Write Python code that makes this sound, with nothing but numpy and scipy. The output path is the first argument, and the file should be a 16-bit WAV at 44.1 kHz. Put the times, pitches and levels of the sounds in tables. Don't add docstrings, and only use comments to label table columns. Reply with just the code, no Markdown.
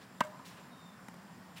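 import sys
import numpy as np
from scipy import signal
from scipy.fft import rfft, irfft
from scipy.io import wavfile
from scipy.ndimage import uniform_filter1d

SR = 44100
rng = np.random.default_rng(int(sys.argv[2]) if len(sys.argv) > 2 else 0)


def generate_wav(signal):
    frames = np.transpose(np.atleast_2d(signal))
    scaled = np.clip(frames, -1, 1) * 32767
    pcm = np.round(scaled).astype(np.int16)
    wavfile.write(sys.argv[1], SR, pcm)


N = 70560
T = np.arange(N) / SR

# f/Hz, relative level/dB
AIR_COLOUR = [(25, -7), (45, -15), (80, -6.5), (125, -1), (180, 0.5), (255, -2), (320, -9.5), (430, -11.5),
              (620, -9.5), (1000, -9), (1400, -11.5), (1850, -12.5), (2200, -18.5), (3000, -22.5),
              (4300, -25), (5100, -22.5), (6200, -29.5), (9500, -29.5), (11000, -32.5), (16000, -33.5)]
# t/s, level/dB
HUM_LEVEL = [(0, -64), (.6, -60.5), (.95, -62), (1.2, -58), (1.6, -60)]
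# t/s, f/Hz, level/dB
WHISTLE_PATH = [(.7, 3750, -84), (.735, 3730, -66), (.77, 3715, -73), (.81, 3690, -66), (.87, 3620, -68),
                (.92, 3580, -72), (1.0, 3540, -84)]
# start t/s, level/dB, rise/s, hold/s, fall60/s, tilt/(dB per octave), relative rasp level/dB
SCUFFS = [(.005, -58, 0.013, 0.013, 0.15, -1.5, -19), (0.445, -55, 0.013, 0.025, 0.25, 3, -3),
          (0.493, -60.5, .008, 0.012, 0.76, 2.5, 4), (0.566, -55.5, 0.012, 0.0059, 0.27, -4.5, -4),
          (1.555, -50, 0.02, 0.0098, 0.098, 3.5, 7)]
# f/Hz, relative level/dB
SOLE_COLOUR = [(60, -42), (200, -1), (800, -0.5), (1600, 3), (2600, 1), (3900, 1), (5000, -1.5),
               (9000, -10.5), (16000, -18)]
# start t/s, click level/dB, thud level/dB
TAPS = [(1.0839, -43, -41.5), (1.141, -51.5, -69)]
# f/Hz, relative level/dB
TAP_COLOUR = [(200, -4), (600, 0), (1000, 12.5), (1400, 2), (2100, -2), (3500, -13), (6500, -11),
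              (9500, -11.5), (16000, -24)]
# delay/s, level/dB, smear fall60/s, tilt/(dB per octave)
ECHOES = [(0.03, -23.5, .035, 1), (0.041, -23.5, .05, 1), (.061, -28, 0.062, 1), (0.089, -32, 0.11, 1),
          (0.134, -32.5, .04, -5.5), (.185, -31, 0.02, -6.5)]
# f/Hz, relative level/dB
ECHO_COLOUR = [(200, -1.5), (600, -12), (1000, -3.5), (1600, 0.5), (3000, 2.5), (6000, 4.5), (14000, 7)]
# f/Hz, fall60/s
TAIL_FADE = [(200, 2.1), (1000, 2.7), (3000, 0.79), (12000, 1.03)]
# f/Hz, level/dB, fall60/s
STRING_MODES = [(613, -42.5, 0.28), (1568, -33.5, .12), (1715, -34.5, 0.056), (1905, -36, .07),
                (2150, -45.5, 0.16), (2260, -41.5, 0.086), (2635, -44, 0.091), (2810, -45, 0.081),
                (2900, -43.5, 0.065), (3900, -61, 0.06), (4200, -60, .05)]
# f/Hz, relative level/dB
CRACK_COLOUR = [(150, -24), (500, -7), (1000, -9), (1600, 1.5), (2300, -6), (3300, -4), (5000, -12),
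                (6800, -16.5), (8800, -12.5), (10300, -23.5), (16000, -23)]
# f/Hz, level/dB, rise/s, hold/s, fall60/s
THUMP_MODES = [(219.7, -30.5, 0.0047, 0.0043, 0.0084), (654, -25, 0.0035, 0.0016, 0.0053)]
# f/Hz, level/dB, rise/s, hold/s, fall60/s
POP_MODES = [(944, -31.5, 0.00033, 0.00047, 0.04), (999, -20, 0.00037, 0.0036, 0.02),
             (1203, -30, 0.00036, 0.009, 0.0067)]

HIT_S, DWELL_S = .2058, 0.00378
CRACK_DB, CRACK_RISE_S, CRACK_HOLD_S, CRACK_FALL60_S = -31.5, 0.00037, 0.0016, 0.017
RATTLE_DB, RATTLE_FALL60_S = -41.5, 0.065
FENCE_DELAY_S, FENCE_DB = .0425, -1
TAIL_DB, TAIL_RISE_S = -25, 0.06
ECHO_PIVOT_HZ = 3000
GRIT_DB = 0
CLUMP_DB, CLUMP_WIDTH_HZ = 0.3, 300
RASP_HZ, RASP_WIDTH_HZ, RASP_BASE_DB = 2630, 1800, -5.5
TAP_HOLD_S, TAP_FALL60_S = .003, 0.008
THUD_HZ, THUD_RISE_S, THUD_FALL60_S = 232, 0.0039, 0.029
AIR_DB, PATCH_DB, SWELL_DB = -55, 1, 0
HUM_HZ, HUM_WANDER_HZ, HUM_THROB_DEPTH, HUM_THROB_HZ = 184.9, 7.22, 0.46, 11.6
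INSECT_HZ, INSECT_WIDTH_HZ, INSECT_DB = 7290, 360, -77
INSECT_THROB_HZ, INSECT_PEAK_S, INSECT_DEPTH = 4.4, .17, .5
FLUTTER_DEPTH = .45
LOW_CUT_HZ, TOP_CUT_HZ = 92, 15880


def amp(db):
    return 10 ** (np.asarray(db) / 20)


def unit(x):
    return x / np.sqrt(np.mean(x ** 2) + 1e-20)


def read(points, hz):
    f, value = np.transpose(points)
    return np.interp(np.log(hz + 1), np.log(f + 1), value)


def noise(colour, tilt_db=0):
    hz = np.fft.rfftfreq(N, 1 / SR)
    gain = amp(read(colour, hz) + tilt_db * np.log2(hz + 1))
    grains = rng.standard_normal(N) * amp(GRIT_DB * rng.standard_normal(N))
    return unit(irfft(rfft(grains) * gain, N))


def band(centre_hz, width_hz):
    hz = np.fft.rfftfreq(N, 1 / SR)
    gain = 1 / (1 + (2 * (hz - centre_hz) / width_hz) ** 2)
    return unit(irfft(rfft(rng.standard_normal(N)) * gain, N))


def envelope(start, rise, hold, fall60):
    t = T - start
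    fade_time = np.maximum(t - rise - hold, 0)
    return np.clip(t / rise, 0, 1) * np.exp(-np.log(1000) * fade_time / fall60)


def mode(start, hz, db, rise, hold, fall60):
    return amp(db) * envelope(start, rise, hold, fall60) * np.sin(2 * np.pi * hz * (T - start))


def sing(level, hz):
    return level * np.sqrt(2) * np.sin(2 * np.pi * np.cumsum(hz) / SR)


def background():
    z = signal.stft(noise(AIR_COLOUR), nperseg=512)[2]
    patches = uniform_filter1d(rng.standard_normal(z.shape), size=12, axis=1)
    patches = unit(uniform_filter1d(patches, size=6, axis=0))
    air = signal.istft(z * amp(PATCH_DB * patches), nperseg=512)[1][:N]
    return air * amp(AIR_DB + SWELL_DB * band(0, width_hz=9.2))


def hum():
    hz = HUM_HZ + HUM_WANDER_HZ * band(0, width_hz=14.8)
    throb = 1 + HUM_THROB_DEPTH * band(HUM_THROB_HZ, width_hz=7.4)
    level = amp(np.interp(T, *np.transpose(HUM_LEVEL))) * throb
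    return sing(level, hz)


def insects():
    throb = 1 + INSECT_DEPTH * np.cos(2 * np.pi * INSECT_THROB_HZ * (T - INSECT_PEAK_S))
    return amp(INSECT_DB) * throb * band(INSECT_HZ, INSECT_WIDTH_HZ)


def bird():
    s, hz, db = np.transpose(WHISTLE_PATH)
    flutter = 1 + FLUTTER_DEPTH * band(35, width_hz=60)
    level = np.interp(T, s, amp(db), left=0, right=0) * flutter
    return sing(level, np.interp(T, s, hz))


def shoes():
    out = np.zeros(N)
    for start, db, rise, hold, fall60, tilt_db, rasp_db in SCUFFS:
        rub = noise(SOLE_COLOUR, tilt_db)
        rasp = amp(RASP_BASE_DB + rasp_db) * band(RASP_HZ, RASP_WIDTH_HZ)
        clumps = amp(CLUMP_DB * band(0, CLUMP_WIDTH_HZ))
        out += amp(db) * envelope(start, rise, hold, fall60) * unit((rub + rasp) * clumps)
    for start, click_db, thud_db in TAPS:
        click_shape = envelope(start, 1 / SR, TAP_HOLD_S, TAP_FALL60_S)
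        out += amp(click_db) * click_shape * noise(TAP_COLOUR)
        out += mode(start, THUD_HZ, thud_db, THUD_RISE_S, 0, THUD_FALL60_S)
    return out


def court(x):
    hz = np.fft.rfftfreq(N, 1 / SR)
    octaves = np.log2(np.maximum(hz / ECHO_PIVOT_HZ, .25))
    response = np.zeros(N)
    for delay, db, fall60, tilt_db in ECHOES:
        colour = amp(read(ECHO_COLOUR, hz) + tilt_db * octaves)
        scatter = irfft(rfft(rng.standard_normal(N)) * colour, N)
        response += amp(db) * scatter * unit(envelope(delay, 1 / SR, 0, fall60)) / np.sqrt(N)
    hz, t, z = signal.stft(rng.standard_normal(N), SR, nperseg=256)
    fade = np.exp(-np.log(1000) * t / read(TAIL_FADE, hz)[:, None])
    tail = signal.istft(z * fade, SR, nperseg=256)[1][:N]
    tail = tail * np.minimum(T / TAIL_RISE_S, 1)
    response += amp(TAIL_DB) * tail / np.linalg.norm(tail)
    return signal.fftconvolve(x, response)[:N]


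def strings():
    ring = sum(mode(HIT_S, hz, db, CRACK_RISE_S, 0, fall60) for hz, db, fall60 in STRING_MODES)
    hz, db, fall60 = STRING_MODES[0]
    echo = amp(db + FENCE_DB) * envelope(HIT_S + FENCE_DELAY_S, CRACK_RISE_S, 0, fall60)
    return ring + echo * np.sin(2 * np.pi * hz * (T - HIT_S))


def impact():
    crack = amp(CRACK_DB) * envelope(HIT_S, CRACK_RISE_S, CRACK_HOLD_S, CRACK_FALL60_S)
    rattle = amp(RATTLE_DB) * envelope(HIT_S, CRACK_RISE_S, 0, RATTLE_FALL60_S)
    thump = sum(mode(HIT_S, *row) for row in THUMP_MODES)
    pop = -sum(mode(HIT_S + DWELL_S, *row) for row in POP_MODES)
    return (crack + rattle) * noise(CRACK_COLOUR) + thump + pop


def scene():
    hit = impact()
    stroke = hit + strings() + court(hit)
    return (stroke + shoes() + background() + hum() + insects() + bird())[None]


def record(dry):
    low_cut = signal.butter(2, LOW_CUT_HZ, "highpass", fs=SR, output="sos")
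    thin = signal.sosfilt(low_cut, dry)
    top_cut = signal.firwin(511, TOP_CUT_HZ, window=("kaiser", 9), fs=SR)
    return signal.oaconvolve(thin, top_cut[None], "same")


dry = scene()
out = record(dry)
generate_wav(out)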